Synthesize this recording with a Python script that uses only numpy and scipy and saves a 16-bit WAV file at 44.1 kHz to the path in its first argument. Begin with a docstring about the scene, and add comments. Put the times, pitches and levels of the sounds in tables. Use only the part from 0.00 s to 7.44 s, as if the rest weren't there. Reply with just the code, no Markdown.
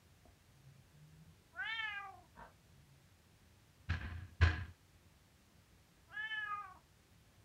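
"""Quiet air and microphone hiss lie over a roofed wooden deck. A small tap sounds, then a far engine hums.
A cat meows at 1.5 s: its pitch rises and falls while its mouth opens and closes.
A soft scuff and another tap follow, and the engine swells once more.
Around 4 s a door is knocked twice; its panel booms, shudders and rattles in the frame.
At 6.1 s the cat meows again."""
import sys
import numpy as np
from scipy import signal
from scipy.fft import rfft, irfft, next_fast_len
from scipy.io import wavfile
from scipy.ndimage import uniform_filter1d

SR = 44100
rng = np.random.default_rng(int(sys.argv[2]) if len(sys.argv) > 2 else 0)


def dump(signal):
    """Clip the signal to [-1, 1] and save it as 16-bit WAV at the path in sys.argv[1]."""
    limited = np.clip(np.atleast_2d(signal).T, -1, 1)
    pcm = np.round(limited * 32767).astype(np.int16)
    wavfile.write(sys.argv[1], SR, pcm)


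N = 328184
TIME = np.arange(N) / SR


def undb(db):
    """Turn decibels into a gain to multiply by."""
    return 10 ** (np.asarray(db) / 20)


def unit(x):
    """Scale a signal so that its average size (rms) is 1."""
    return x / np.sqrt(np.mean(x ** 2))


def swell(times, db):
    """A gain that follows a curve in decibels and is silent just outside it."""
    edge = np.interp(TIME, [times[0] - .01, times[0], times[-1], times[-1] + .01], [0, 1, 1, 0])
    return edge * undb(np.interp(TIME, times, db))


def envelope(start, length, attack_s, release_s):
    """Fade in smoothly, hold, and fade out."""
    rise = np.clip((TIME - start) / attack_s, 0, 1)
    fall = np.clip((start + length - TIME) / release_s, 0, 1)
    return (np.sin(np.pi / 2 * rise) * np.sin(np.pi / 2 * fall)) ** 2


def wobble(rate):
    """A random drift of size 1 that heads for a new value `rate` times a second."""
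    hold = max(int(SR / rate), 1)
    steps = np.repeat(rng.standard_normal(N // hold + 1), hold)
    return unit(uniform_filter1d(steps, hold)[:N])


def colour(x, points):
    """Shape bass and treble along (Hz, dB) points; the result has size 1."""
    hz, db = np.transpose(points)
    size = next_fast_len(N)
    bins = np.maximum(np.fft.rfftfreq(size, 1 / SR), 1)
    gain = undb(np.interp(np.log(bins), np.log(hz), db))
    return unit(irfft(rfft(x, size) * gain, size)[:N])


def ring(x, hz, width):
    """A resonance: let through a band `width` Hz wide around one frequency."""
    return signal.lfilter(*signal.iirpeak(hz, hz / width, fs=SR), x)


def contacts(rate, scatter_db):
    """Tiny impacts of uneven size, about `rate` of them a second."""
    clicks = (rng.random(N) < rate / SR) * rng.standard_normal(N)
    return unit(clicks * undb(scatter_db * rng.standard_normal(N)))


def porch(x, wet_db, t60_s):
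    """Boards, wall and roof add short, scattered echoes that fall by 60 dB in t60_s."""
    age = TIME[:SR // 2]
    tail = contacts(rate=2500, scatter_db=4.5)[:len(age)] * undb(-60 * age / t60_s) * (age > .003)
    return x + undb(wet_db) * signal.fftconvolve(x, tail / np.linalg.norm(tail))[:N]


def air():
    """Steady hiss over a low outdoor rumble that wavers."""
    # tone of the background: f/Hz, relative level/dB
    air_colour = [(15, -48), (25, -14), (42, -8.5), (91, 0), (122, -7), (152, -6.5), (253, -15.5),
                  (322, -16), (469, -20.5), (567, -20.5), (848, -22.5), (1450, -24.5), (1570, -23),
                  (6380, -30.5), (15500, -38)]
    bed = colour(rng.standard_normal(N), air_colour)
    rumble = ring(bed, hz=95, width=110)
    waver = undb(1.1 * wobble(6.4)) - 1
    return undb(-66.5) * (bed + rumble * waver)


def engine():
    """Only the firing note of a far engine carries to the deck; it swells, glides and fades."""
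    # swells of the hum: start/s, length/s, first firing rate/Hz, last firing rate/Hz, level/dB
    swells = [(.45, 0.42, 135, 136.6, -62), (0.865, 0.58, 143.7, 168.3, -60.5),
              (2.65, 0.47, 139.2, 135.6, -65)]
    out = np.zeros(N)
    for start, length, first_hz, last_hz, db in swells:
        hz = np.interp(TIME, [start, start + length], [first_hz, last_hz])
        note = np.sin(2 * np.pi * np.cumsum(hz) / SR)
        fade_s = 0.32 * length
        out += undb(db) * envelope(start, length, fade_s, fade_s) * note
    return out * undb(2.8 * wobble(37.15))


def taps():
    """Light touches on wood, each a single note that dies away: the wider its band, the sooner."""
    # touches: t/s, level/dB, f/Hz, width/Hz
    touches = [(.254, -56.5, 686, 70), (0.255, -52, 308, 110), (0.275, -55.5, 74.6, 8.9),
               (2.373, -58.5, 205, 22)]
    out = np.zeros(N)
    for start, db, hz, width in touches:
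        age = np.maximum(TIME - start, 0)
        out += undb(db) * np.exp(-np.pi * width * age) * np.sin(2 * np.pi * hz * age)
    return out


def scuff():
    """A brief, dull rub made of small slips."""
    # tone of the rub: f/Hz, relative level/dB
    rub_colour = [(29, -32), (50, 5.5), (130, -7), (205, 3), (296, -24), (369, -14), (639, -2.5),
                  (797, -12), (906, 1), (1410, -11), (1630, -4), (2110, -27), (4000, -29), (5200, -61),
                  (8800, -120)]
    rub = undb(-57.5) * envelope(start=2.335, length=.15, attack_s=0.078, release_s=.04)
    return rub * colour(contacts(rate=825, scatter_db=-0.5), rub_colour)


def panel(age):
    """The door panel bends at three low notes at once, which beat against each other."""
    # bending notes: f/Hz, relative level/dB
    notes = [(55, -14.5), (84, 1.5), (113, -10.5)]
    return sum(undb(db) * np.sin(2 * np.pi * hz * age) for hz, db in notes)


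def rattle(chatter, frame_hits):
    """The door chatters against its frame, and the hits set the wood ringing."""
    # resonances of door and frame: f/Hz, width/Hz, relative level/dB
    resonances = [(307.5, 13, 8), (726.6, 43, 4), (1025, 44, 0), (1629, 220, 9), (1764, 120, 2),
                  (1960, 130, 0.5), (2198, 29, -10), (2475, 120, -2), (2790, 51, -12), (2990, 190, -9.5),
                  (3270, 99, -10), (4170, 560, -11.5), (5500, 290, -20.5), (6790, 270, -22.5)]
    # tone of the chatter: f/Hz, relative level/dB
    chatter_colour = [(60, -6), (120, -6), (230, 0.5), (480, -3.5), (800, -6), (1200, -0.5), (1600, 1),
                      (2800, -5), (4300, -15), (4950, -18), (5800, -20.5), (7000, -28), (9000, -37.5),
                      (14000, -66)]
    wood = sum(undb(db) * ring(ring(frame_hits, hz, width), hz, width) for hz, width, db in resonances)
    clatter = colour(chatter, chatter_colour)
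    return undb(-10.5) * np.std(frame_hits) * unit(wood) + undb(-5) * np.std(chatter) * clatter


def door(rise_s=0.015, boom_decay_s=0.046, shudder_attack_s=0.041, soft_hz=4300):
    """Each knock makes the panel boom, thud and rattle, then shudder to rest."""
    # knocks and rebounds: t/s, rattle/dB, boom/dB, thud/dB, rattle decay/s, ring relative to rattle/dB
    knocks = [(3.887, -37.5, -31.5, -45, 0.052, -2.5), (4.008, -50.5, -61, -56, 0.033, -8),
              (4.092, -51.5, -58, -58, 0.021, 2), (4.407, -30, -21, -48, 0.062, 2)]
    # shudder after each knock: start/s, length/s, boom/dB, rattle/dB
    shudders = [(3.98, 0.39, -44, -49), (4.515, .21, -39.5, -44.5)]
    boom, hard_gain, soft_gain, thud_gain, ring_gain = np.zeros((5, N))
    for start, rattle_db, boom_db, thud_db, decay_s, ring_db in knocks:
        age = np.maximum(TIME - start, 0)
        attack = 1 - np.exp(-(age / .011) ** 2)
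        burst = attack * np.exp(-(age / decay_s) ** 2 / 2)
        hard_gain += undb(rattle_db) * burst
        ring_gain += undb(rattle_db + ring_db) * burst
        thud_gain += undb(thud_db) * burst
        age = np.maximum(TIME - start + 0.0077, 0)  # the panel bends before it meets the frame
        push = (1 - np.exp(-(age / rise_s) ** 2)) * np.exp(-(age / boom_decay_s) ** 1.6 / 2)
        boom -= undb(boom_db) * push * panel(age)
    for start, length, boom_db, rattle_db in shudders:
        age = TIME - start
        attack = np.clip(age / shudder_attack_s, 0, 1)
        swing = np.clip(1 - age / length, 0, 1)  # friction runs the swing down in a straight line
        sway = undb(boom_db) * attack * swing ** 0.78
        uneven_age = age + 0.0017 * wobble(25)  # loose contact makes the swings uneven
        boom += sway * panel(uneven_age) * (1 + 0.36 * wobble(45))
        thud_gain += undb(-13.5) * sway
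        soft_gain += undb(rattle_db) * attack * swing ** 1.5  # the rattle dies sooner than the boom
    hits = contacts(rate=8100, scatter_db=1.0) * undb(1.58 * wobble(110))
    thud = thud_gain * unit(ring(ring(hits, 140, 140), 140, 140))
    # the later hits are gentler, so they have less treble
    gentle = soft_gain * signal.sosfilt(signal.butter(2, soft_hz, fs=SR, output="sos"), hits)
    rattling = rattle(hard_gain * hits + gentle, ring_gain * hits + gentle)
    return boom + thud + porch(rattling, wet_db=-10.5, t60_s=0.43)


def meow(levels, pitch, loudness, treble, mouth, harmonics=16, settle_s=.11):
    """The vocal folds buzz with harmonics (multiples of the pitch), which throat and mouth shape."""
    throat_db, rasp_db = levels
    times, db = np.transpose(loudness)
    gain = swell(times, db)
    on = gain > 0  # the samples in which the cat calls
    gain = gain[on]
    upper_gain = swell(*np.transpose(treble))[on]
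    rasp_gain = undb(rasp_db) * (upper_gain / upper_gain.max()) ** 0.35  # loosely follows the treble
    # the throat sounds evenly, so it carries the quiet ends of the call
    throat_share = 1 / (1 + (gain / undb(throat_db)) ** 2)
    # the voice starts rough, settles, then roughens again as the air runs out
    age = np.maximum(TIME[on] - times[0], 0)
    rough = np.clip(.55 * np.exp(-age / settle_s) + 1.048 * (age / age[-1]) ** 1.91, 0, 1)
    mouth_times, *shape = np.transpose(mouth)
    mouth_hz, mouth_width, upper_hz = (np.interp(TIME[on], mouth_times, column) for column in shape)
    hz = np.interp(TIME[on], *np.transpose(pitch))
    # the folds beat unevenly while the air pressure is low
    hz *= 1 + rough ** 1.5 * (.045 * wobble(170)[on] + .025 * wobble(50)[on])
    order = np.arange(1, harmonics + 1)[:, None]
    harmonic_hz = order * hz

    def resonance(centre, width, steep):
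        """Share out power among the harmonics, most to those near the centre; the shares add up to 1."""
        power = (1 + (2 * (harmonic_hz - centre) / width) ** 2) ** -steep
        return power / power.sum(axis=0)

    power = gain ** 2 * (1 - throat_share) * resonance(mouth_hz, mouth_width, steep=2.06)
    power += gain ** 2 * throat_share * resonance(823, 380, steep=7.1)
    power += upper_gain ** 2 * resonance(upper_hz, 950 + 0.81 * mouth_width, steep=7.4)
    power += (rasp_gain * undb(-9)) ** 2 * resonance(5640, 1700, steep=2.4)
    power /= 1 + (610 / harmonic_hz) ** 12  # the open mouth sends out the lowest harmonic poorly
    drift = np.array([wobble(22)[on] - .5 for _ in range(harmonics)])
    flutter = undb((order / 5.5) ** 2 * .8 * drift)  # the high harmonics flutter most
    phase = 2 * np.pi * np.cumsum(hz) / SR
    voice = np.sum(flutter * np.sqrt(2 * power) * np.cos(order * phase), axis=0)
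    voice *= 1 + 0.39 * rough * wobble(130)[on]  # weak pressure makes the voice creak
    hiss = unit(ring(ring(rng.standard_normal(N), 5700, 2400), 5700, 2400))[on]
    rasp = undb(-7.0) * rasp_gain * hiss * (1 + np.cos(phase))  # one puff per beat of the folds
    # the lowest harmonic leaves through the nose as the mouth shuts
    nose = undb(-54.5 - 0.015 * mouth_hz) * np.cos(phase) * signal.windows.tukey(len(phase), .15)
    out = np.zeros(N)
    out[on] = voice + rasp + nose
    return out


def cat():
    """Two meows that rise and fall as the mouth opens and closes; each table has one entry per meow."""
    # strength of throat resonance and rasp: throat level/dB, rasp level/dB
    levels = [(-57, -75.5), (-64.5, -78.5)]
    # pitch of the voice: t/s, f/Hz
    pitches = [
        [(1.544, 326.2), (1.666, 429), (1.7, 441.7), (1.76, 457), (1.842, 433.6), (1.914, 411), (2.084, 381.8),
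         (2.26, 337.6)],
        [(6.118, 331), (6.135, 401), (6.2, 428.7), (6.28, 440.3), (6.452, 418.2), (6.588, 404.4),
         (6.744, 366.5), (6.8, 305)],
    ]
    # loudness of the voice below the upper resonance: t/s, level/dB
    loudness = [
        [(1.53, -71.5), (1.6, -39), (1.688, -46.5), (1.7, -39.5), (1.778, -48.5), (1.792, -40.5), (1.886, -43),
         (1.908, -48), (1.976, -45), (2.234, -64.5), (2.26, -73)],
        [(6.08, -72.5), (6.168, -44), (6.252, -43), (6.282, -52), (6.334, -41), (6.354, -47), (6.382, -40),
         (6.496, -47), (6.518, -41), (6.784, -65.5), (6.8, -76)],
    ]
    # loudness of the upper resonance: t/s, level/dB
    treble = [
        [(1.61, -69), (1.678, -46), (1.692, -50), (1.706, -43), (1.778, -49), (1.798, -42), (1.818, -48),
         (1.992, -53.5), (2.11, -75.5)],
        [(6.11, -82), (6.126, -67.5), (6.216, -56), (6.304, -50), (6.318, -46.5), (6.396, -58.5), (6.488, -62),
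         (6.538, -56), (6.69, -80)],
    ]
    # mouth shape: t/s, mouth resonance/Hz, its width/Hz, upper resonance/Hz
    mouths = [
        [(1.54, 1370, 260, 2750), (1.61, 1560, 280, 2780), (1.68, 1890, 664, 3000), (1.75, 2020, 810, 3440),
         (1.82, 1860, 667, 2870), (1.94, 1760, 830, 2500), (2.015, 1200, 420, 2106), (2.11, 840, 403, 2180),
         (2.26, 674, 350, 2200)],
        [(6.09, 1250, 450, 2630), (6.16, 1606, 280, 3050), (6.29, 1880, 420, 2960), (6.44, 1600, 279, 2820),
         (6.53, 1282, 293.3, 2346), (6.64, 1260, 430, 2330), (6.8, 930, 600, 2166)],
    ]
    return undb(-0.8) * sum(meow(*call) for call in zip(levels, pitches, loudness, treble, mouths))


def scene():
    """All the sounds heard under the porch roof, in one channel."""
    meows = porch(cat(), wet_db=-6, t60_s=0.21)
    small_sounds = porch(scuff() + taps(), wet_db=-1, t60_s=0.24)
    return (meows + small_sounds + door() + engine() + air())[None]


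def record(dry):
    """The microphone loses the deepest bass and the recorder cuts the highest treble."""
    bottom_hz, top_hz = 36, 15700
    thin = signal.sosfilt(signal.butter(4, bottom_hz, "high", fs=SR, output="sos"), dry)
    return signal.sosfilt(signal.ellip(10, .2, 70, top_hz, fs=SR, output="sos"), thin)


dry = scene()
out = record(dry)
dump(out)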